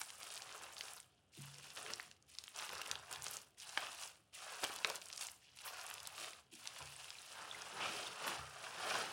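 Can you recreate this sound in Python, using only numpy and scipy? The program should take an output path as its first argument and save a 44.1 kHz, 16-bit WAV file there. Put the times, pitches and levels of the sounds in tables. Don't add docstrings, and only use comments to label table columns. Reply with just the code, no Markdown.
import sys
import numpy as np
from scipy import signal
from scipy.fft import rfft, irfft
from scipy.io import wavfile
from scipy.ndimage import uniform_filter1d

SR = 44100
rng = np.random.default_rng(int(sys.argv[2]) if len(sys.argv) > 2 else 0)


def pcm_store(signal):
    levels = np.round(np.clip(np.atleast_2d(signal), -1, 1) * 32767)
    wavfile.write(sys.argv[1], SR, levels.astype(np.int16).T)


N = 402191

# time in s, base size spread in dB.
SIZE_SPREAD = [(0, 3.5), (2.7, 4.0), (3.2, 4), (4.4, 2.5), (5.2, 4), (6.2, 3.5), (6.9, 3), (7.35, 2),
               (7.8, 1), (9.1, 2)]
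# frequency in Hz, spectral level in dB.
FOAM_SPECTRUM = [(50, -25), (85, -11), (190, -14.5), (300, -13), (420, -7), (600, -2), (900, -0.5),
                 (1250, 2.5), (2000, 2.5), (2700, -2.5), (3800, -9.5), (8500, -6), (10600, -6.5),
                 (11800, -22.5), (16000, -14.5)]


def gain_of(db):
    return 10 ** (np.asarray(db) / 20)


def unit_rms(x):
    return x / np.sqrt(np.mean(x ** 2) + 1e-20)


def at_hz(points, hz):
    points_hz, values = np.transpose(points)
    return np.interp(np.log(hz + 1), np.log(points_hz + 1), values)


def curves(rows):
    times_s, *columns = np.transpose(rows)
    return [np.interp(np.arange(N) / SR, times_s, column) for column in columns]


def add(mix, start_s, sound):
    part = mix[max(round(start_s * SR), 0):][:len(sound)]
    part += sound[:len(part)]


def wander(rate_hz):
    hz = np.fft.rfftfreq(N, 1 / SR)
    return unit_rms(irfft(rfft(rng.standard_normal(N)) / (1 + (hz / rate_hz) ** 2), N))


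def colour(x, db_at, size=2048):
    hz = abs(np.fft.fftfreq(size, 1 / SR))
    log_gain = np.log(gain_of(db_at(hz)) + 1e-5)
    response = np.fft.ifft(np.exp(np.conj(signal.hilbert(log_gain)))).real
    return signal.oaconvolve(x, response)[:N]


def room_air(level_db):
    # frequency in Hz, spectral level in dB.
    spectrum = [(20, -25), (40, 1), (70, 19.5), (130, 16.5), (210, 8.5), (320, 7.5), (430, -5), (530, 1),
                (750, 6), (1100, -22), (2000, -9), (3000, 2), (7000, -32), (16000, -34)]
    gain = gain_of(at_hz(spectrum, np.fft.rfftfreq(N, 1 / SR)))
    return gain_of(level_db) * unit_rms(irfft(rfft(rng.standard_normal(N)) * gain, N))


def room_tail(x, first_s):
    # frequency in Hz, T60 in s.
    decay = [(200, 0.85), (1000, 0.42), (4000, 0.33), (9000, 0.12), (16000, 0.46)]
    hz, t, noise = signal.stft(rng.standard_normal(SR // 2), SR, nperseg=256)
    fade = gain_of(-60 * t / at_hz(decay, hz)[:, None])
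    tail = signal.istft(noise * fade, SR, nperseg=256)[1]
    tail[:int(first_s * SR)] = 0
    return signal.oaconvolve(x, tail / np.linalg.norm(tail))[:N]


def basin_scatter(x, first_s, decay_s, count=24):
    delay_s = decay_s * (np.linspace(0, 3, count) + rng.uniform(0, 3 / count, count))
    taps = np.zeros(SR // 10)
    taps[((first_s + delay_s) * SR).astype(int)] = rng.choice([-1, 1], count) * np.exp(-delay_s / decay_s)
    return signal.oaconvolve(x, taps / np.linalg.norm(taps))[:N]


def echoes(x, drift_hz, places=6):
    shares = np.array([wander(drift_hz) for _ in range(places)])
    shares /= np.linalg.norm(shares, axis=0)
    return sum(gain_of(-12) * basin_scatter(x * share, first_s=0.0009, decay_s=0.0035)
               + gain_of(-12.5) * room_tail(x * share, first_s=0.0065) for share in shares)


def basin_bumps(rise_s, width_oct):
    # start in s, level in dB, favoured pitch in Hz.
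    pushes = [(1.372, -52.5, 330), (1.382, -42.5, 146), (2.062, -60, 200), (2.719, -57, 80),
              (2.899, -50.5, 94), (3.168, -51, 104), (4.19, -68, 312), (6.002, -55.5, 93.5),
              (6.521, -51.5, 275), (6.804, -46.5, 100), (8.378, -42.5, 95)]
    # frequency in Hz, gain in dB, T60 in s.
    modes = [(77, -7, 0.4), (108, -16.5, 0.7), (140, -6, 0.73), (183, -18, 0.47), (204, -8, 0.17),
             (235, -9.5, 0.31), (308, -8, 0.24), (340, 1.5, 0.1), (406, -1, 0.074)]
    out, t = np.zeros(N), np.arange(SR) / SR
    for start_s, level_db, push_hz in pushes:
        ring = np.zeros(SR)
        for hz, db, t60_s in modes:
            coupling = np.exp(-(np.log2(hz / push_hz) / width_oct) ** 2)
            ring += coupling * gain_of(db - 60 * t / t60_s) * np.sin(2 * np.pi * (hz * t + rng.random()))
        add(out, start_s, gain_of(level_db) * ring * (1 - np.exp(-t / rise_s)))
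    return out


def puff(centre_hz, width_oct, peak_s, size):
    t, hz = np.arange(size) / SR, np.fft.rfftfreq(size, 1 / SR)
    band = np.exp(-(np.log2((hz + 1) / centre_hz) / width_oct) ** 2 / 2) / np.sqrt(hz + 1)
    noise = unit_rms(irfft(rfft(rng.standard_normal(size)) * band, size))
    return noise * t / peak_s * np.exp(1 - t / peak_s)


def spurts():
    # start in s, level in dB, centre in Hz, width in octaves, time to peak in s.
    escapes = [(0.013, -44.5, 1830, 1.13, 0.0024), (2.8151, -40.5, 3500, 1.6, 0.0014),
               (3.11, -48, 2500, 1.8, .0009), (3.266, -41.5, 1580, 1.5, 0.001),
               (3.7748, -34, 1800, 1.18, 0.0015), (4.633, -39.5, 1120, 1.16, 0.0055),
               (4.696, -44, 910, 1.5, 0.0021), (4.85, -35, 1290, 1.05, 0.0008),
               (4.85, -51.5, 564, 0.4, 0.024), (4.9, -42, 800, 0.56, 0.003),
               (5.1277, -46.5, 4080, 0.9, 0.00081), (5.211, -43, 5100, 1.6, 0.0014),
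               (5.646, -52.5, 12500, 0.54, 0.017), (6.244, -44, 2500, 1.1, 0.001),
               (6.793, -57.5, 950, 0.89, 0.021), (7.8, -45, 2760, .23, .029),
               (8.266, -49, 10700, .31, 0.0087), (8.2781, -35.5, 2300, 1.1, 0.0015)]
    out = np.zeros(N)
    for start_s, db, centre_hz, width_oct, peak_s in escapes:
        add(out, start_s, gain_of(db) * puff(centre_hz, width_oct, peak_s, size=SR // 4))
    return out


def bubble(hz, cycles, size=900):
    turns = np.arange(size) * hz / SR
    age = turns / cycles
    return (age * np.exp(1 - age)) ** 2 * np.sin(2 * np.pi * (turns - cycles))


def snaps(base_db, per_s, spread_db):
    chance = per_s / SR * gain_of(6 * wander(18))
    onsets, out = np.flatnonzero(rng.random(N) < chance), np.zeros(N)
    for at, (size, pitch, ring) in zip(onsets, rng.random((len(onsets), 3))):
        snap = bubble(hz=3800 + 10200 * pitch, cycles=0.44 * 3.04 ** ring)
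        add(out, at / SR, gain_of(base_db[at] + spread_db * size ** 3) * snap)
    return out


def stray_bubbles(level_db, per_s, spread_db, low_hz, high_hz, cycles):
    rows = []
    for when, size, pitch, ring in rng.random((round(N / SR * per_s), 4)):
        db = level_db[int(when * N)] + spread_db * (size - 0.5)
        hz = low_hz * (high_hz / low_hz) ** pitch
        rows.append((when * N / SR, db, hz, cycles * 2 ** (ring + pitch - 1)))
    return rows


def muffled(x):
    return colour(x, lambda hz: at_hz(FOAM_SPECTRUM, hz) - at_hz(FOAM_SPECTRUM, np.clip(hz, 600, 9500)))


def pops(strays, ring_db, splat_db, lag_s):
    # start in s, level in dB, pitch in Hz, ring in cycles.
    large_bubbles = [(0.0151, -26, 6900, .67), (0.1036, -32, 3820, 0.31), (0.231, -33, 5600, .36),
                     (0.4208, -32.5, 4760, 0.64), (0.7817, -36, 4870, 1.4), (0.8092, -26.5, 3300, 0.35),
                     (1.0024, -37, 8580, 1.7), (1.7727, -32, 2830, 0.47), (1.829, -35, 8850, 1.9),
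                     (1.9027, -35, 3150, 0.36), (1.926, -48, 2820, 0.45), (1.936, -24.5, 5200, 0.96),
                     (1.9984, -32, 2010, 0.73), (2.1137, -39, 4050, 0.39), (2.2254, -50, 6300, 0.86),
                     (2.3862, -27.5, 4800, 0.99), (2.439, -32, 5050, 0.2), (2.48, -36.5, 2950, 0.81),
                     (2.5889, -34.5, 5760, 3.6), (2.6926, -30, 3150, 0.42), (2.815, -39, 2810, 4.6),
                     (2.9141, -17.5, 4800, 0.41), (2.9552, -29.5, 3460, 0.73), (3.1137, -38, 8130, 1.9),
                     (3.1276, -23, 5500, .24), (3.1366, -31.5, 4820, .56), (3.2222, -31, 7030, 1),
                     (3.2424, -28, 8700, 1.1), (3.2658, -29, 5550, 0.82), (3.3117, -29, 11900, 1.3),
                     (3.3688, -27.5, 6900, 1.12), (3.6013, -38, 5820, 1.2), (3.7747, -18.5, 1890, 0.37),
                     (3.8693, -32, 2680, 0.47), (3.9484, -34.5, 8100, .35), (4.6357, -25.5, 2520, .37),
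                     (4.6408, -18.5, 5700, 0.23), (4.6482, -29, 3020, 1.8), (4.7395, -35, 9790, .4),
                     (4.7617, -28, 7370, .31), (4.8471, -13, 2850, 0.41), (4.8722, -31, 10100, .59),
                     (4.9, -20, 4000, 0.16), (4.9571, -26.5, 8300, .7), (4.9634, -33, 4360, 0.57),
                     (5.0575, -36, 7230, 0.84), (5.1283, -35, 5550, 1.4), (5.178, -29.5, 5250, 0.84),
                     (5.2106, -31, 4380, 0.43), (5.2689, -30.5, 7400, 1.3), (5.5885, -37, 3800, 0.47),
                     (5.8656, -31.5, 8750, 0.94), (5.9016, -32.5, 11280, 1), (5.912, -31, 2320, 0.33),
                     (5.94, -29, 8250, .44), (6.0025, -34, 4820, 0.39), (6.0312, -35.5, 9790, .7),
                     (6.0546, -36.5, 3830, .92), (6.0726, -24, 7800, 0.29), (6.6739, -25, 4700, 0.49),
                     (7.1044, -31, 4380, .52), (6.8739, -36, 3460, .25), (6.9641, -41, 8700, 3.4),
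                     (7.0436, -45.5, 3120, 2.1), (7.153, -47, 2510, 3), (7.185, -46, 4030, 5.5),
                     (7.218, -40, 8500, 1.3), (7.5121, -36.5, 3490, 4.8), (7.5457, -42.5, 2060, 5.7),
                     (7.62, -34.5, 5600, 1.9), (7.967, -42, 4850, 4), (8.068, -38, 3600, 4.5),
                     (8.2786, -26, 2400, 0.52)]
    rings, splats = np.zeros(N), np.zeros(N)
    for start_s, db, hz, cycles in large_bubbles + strays:
        add(rings, start_s, gain_of(db + ring_db) * bubble(hz, cycles))
        splat = puff(hz, width_oct=0.83, peak_s=0.00039, size=512)
        add(splats, start_s + lag_s, gain_of(db + splat_db) / np.sqrt(0.5 + cycles) * splat)
    return rings + muffled(splats)


def stroke(since_s, held_s, rise_s, fall_db_per_s):
    return np.clip(since_s / rise_s, 0, 1) * gain_of(-fall_db_per_s * np.maximum(since_s - held_s, 0))


def handwork(touch_rush_db, squeeze_rush_db):
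    # start in s, hold in s, crackle in dB,
    # then squelch and fizz in dB re crackle.
    touches = [(-0.03, 1.015, -65.5, 0.5, 1.5), (1.07, 0.11, -81, -3, -10),
               (1.317, 0.75, -62.5, -3.5, -2.5), (2.272, 0.33, -66, -6, -1.5),
               (2.55, 0.82, -62.5, 2.5, -3.5), (3.568, 0.37, -57.5, -3, -3), (3.94, 0.1, -60, -5, -1.5),
               (4.322, 0.63, -56, 0, -3.5), (4.986, 0.3, -64.5, -0.5, -0.5), (5.39, 0.18, -67.5, -8.5, -11),
               (5.548, 0.8, -60.5, -0.5, -4), (6.508, 0.84, -60.5, -5, -3), (7.28, 1.85, -61, 3, -4)]
    # start in s, hold in s, crackle in dB,
    # then squelch, fizz and rush in dB re crackle.
    presses = [(-0.03, 0.038, -55, -4, 3, -17), (0.19, 0.19, -58.5, -2.5, -2.5, -17),
               (0.41, 0.28, -61, 2.5, -18, -10), (0.77, 0.14, -59.5, -0.5, -0.5, -15),
               (1.53, 0.16, -62.5, -9, -11, -10.5), (1.752, 0.04, -54, -0.5, -2.5, -10.5),
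               (1.82, 0.089, -55.5, 1, -6, -7.5), (2.535, 0.12, -54.5, -0.5, -5, -20),
               (2.66, 0.2, -57, 3, -6, -11), (2.85, 0.096, -64, 6, -10, -6),
               (3.095, 0.031, -58, 5, -0.8, -10), (3.2, 0.14, -56, -5.5, -2, -13),
               (3.76, 0.078, -51.5, 1.5, -10.5, -18), (3.969, 0.079, -55, -2, -1, -23),
               (4.455, 0.074, -58, 2.5, -6.8, -24), (4.605, 0.03, -52.5, 0, -0.5, -7),
               (4.70, 0.064, -60.5, 4.5, -5, -9), (4.84, 0.065, -59.5, 3.5, -5, -9),
               (5.16, 0.092, -57.5, -3.5, 3, -29), (5.625, 0.062, -52.5, -1.5, -13, -32),
               (5.71, 0.16, -58.5, 3.5, -5, -33), (6.16, 0.088, -52, -5, -4, -16.5),
               (6.63, 0.22, -60.5, -2, -6, -18), (6.97, 0.086, -60, -4, -5, -24)]
    # tightest moment in s, half width in s, crackle in dB,
    # then squelch and fizz in dB re crackle.
    squeezes = [(7.414, 0.046, -60, 6.5, -17), (7.641, 0.11, -58.5, 0.5, -6), (7.839, 0.044, -50, 6, -13),
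                (7.953, 0.11, -48.5, -3.5, -7), (8.296, 0.06, -48, 4.5, -7),
                (8.654, 0.04, -55.5, 2.5, -5.5), (8.939, 0.09, -44, 2, -8)]
    # floor in dB, for squelch, crackle, fizz and rush in turn.
    settling_db = [
        [-85],
        [-90],
        [-89],
        [-86],
    ]
    t = np.arange(0, N, 64) / SR

    def layer_power(surface, deep, crackle_db, squelch_db, fizz_db, rush_db):
        gains = gain_of(crackle_db + np.array([[squelch_db], [0], [fizz_db], [rush_db]]))
        return (gains * [deep, surface, surface, deep]) ** 2

    power = np.zeros((4, len(t))) + gain_of(settling_db) ** 2
    for start_s, held_s, *levels_db in touches:
        surface = stroke(t - start_s, held_s, rise_s=0.028, fall_db_per_s=211)
        deep = stroke(t - start_s, held_s, rise_s=0.13, fall_db_per_s=211)
        power += layer_power(surface, deep, *levels_db, touch_rush_db)
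    for start_s, held_s, *levels_db in presses:
        force = stroke(t - start_s, held_s, rise_s=0.027, fall_db_per_s=155)
        power += layer_power(force, force, *levels_db)
    for tightest_s, width_s, *levels_db in squeezes:
        force = 1 / np.cosh(np.minimum(abs(t - tightest_s) / width_s, 20))
        power += layer_power(force, force, *levels_db, squeeze_rush_db)
    return curves(np.column_stack([t, 10 * np.log10(power).T]))


def swarm(low_hz, high_hz, per_s, spread_db, size_cap, cycles, clump_db=1.5, count=32):
    sizes = gain_of(spread_db * np.minimum(rng.exponential(1, N), size_cap) + clump_db * wander(30))
    bursts = sizes * rng.choice([-1, 1], N) * (rng.random(N) < per_s / SR)
    bursts /= np.sqrt(abs(uniform_filter1d(bursts ** 2, size=2501)) + 1e-6)
    pitches_hz = np.linspace(low_hz, high_hz, count + 1)[1:]
    shapes = [unit_rms(bubble(hz, cycles * 2 ** rng.uniform(-1.05, 1))) for hz in pitches_hz]
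    kind, out = rng.integers(0, count, N), np.zeros(N)
    for at in np.flatnonzero(bursts):
        add(out, at / SR, bursts[at] * shapes[kind[at]])
    return out


def foam_band(x, low_hz, high_hz):
    # centre in Hz, width in Hz, gain in dB.
    resonances = [(186.6, 19.4, 6), (351, 15, 4.5), (421, 19, 8), (554, 9, 4.5), (724, 81, 4),
                  (1020, 13, 3), (1202, 19, 2), (1350, 30, 0.5), (2065, 550, -9), (2690, 350, 1.5)]

    def db_at(hz):
        hollow_db = sum(db / (1 + (2 * (hz - centre_hz) / width_hz) ** 2)
                        for centre_hz, width_hz, db in resonances)
        skirts = (1 + (low_hz / (hz + 1)) ** 8) * (1 + (hz / high_hz) ** 8)
        return at_hz(FOAM_SPECTRUM, hz) + hollow_db - 10 * np.log10(skirts)

    return unit_rms(colour(x, db_at))


def kneading(squelch_db, crackle_db, fizz_db, rush_db):
    spread_db, = curves(SIZE_SPREAD)
    rush = rng.standard_normal(N) * gain_of(1.5 * wander(25))
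    squelch = swarm(198, 2370, per_s=2600, spread_db=0.89 * spread_db, size_cap=4.6, cycles=0.46)
    crackle = swarm(1514, 6700, per_s=3300, spread_db=spread_db, size_cap=4.0, cycles=1.096)
    fizz = swarm(4800, 15400, per_s=2900, spread_db=0.84 * spread_db, size_cap=5.0, cycles=1.16)
    return (gain_of(rush_db) * foam_band(rush, low_hz=96, high_hz=448)
            + gain_of(squelch_db - 0.9) * foam_band(squelch, low_hz=459, high_hz=2500)
            + gain_of(crackle_db - 1.0) * foam_band(crackle, low_hz=2480, high_hz=5550)
            + gain_of(fizz_db - 0.5) * foam_band(fizz, low_hz=4350, high_hz=19000))


def scene():
    spread_db, = curves(SIZE_SPREAD)
    squelch_db, crackle_db, fizz_db, rush_db = handwork(touch_rush_db=-23, squeeze_rush_db=-9.5)
    pasty_db = spread_db - spread_db.mean()
    yielding = gain_of(0.34 * spread_db * wander(22) - 0.3)
    foam = kneading(squelch_db, crackle_db, fizz_db, rush_db)
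    foam += snaps(fizz_db + 9.5 + 4.3 * pasty_db, per_s=110, spread_db=10.5)
    stray_db = np.minimum(fizz_db, -60) + 22 + 3.4 * pasty_db
    strays = stray_bubbles(stray_db, per_s=20, spread_db=8, low_hz=2600, high_hz=9900, cycles=0.66)
    soap = yielding * foam + pops(strays, ring_db=0.5, splat_db=-12.5, lag_s=0.0004) + spurts()
    reflections = echoes(soap, drift_hz=6.6)
    bumps = basin_bumps(rise_s=0.0096, width_oct=0.59)
    return (soap + reflections + bumps + room_air(level_db=-77.5))[None]


def record(dry):
    low_hz, high_hz = 60, 16200
    highpass = signal.butter(3, low_hz, "high", fs=SR, output="sos")
    lowpass = signal.firwin(511, high_hz, window=("kaiser", 9), fs=SR)
    return signal.oaconvolve(signal.sosfilt(highpass, dry), lowpass[None], "same")


dry = scene()
out = record(dry)
pcm_store(out)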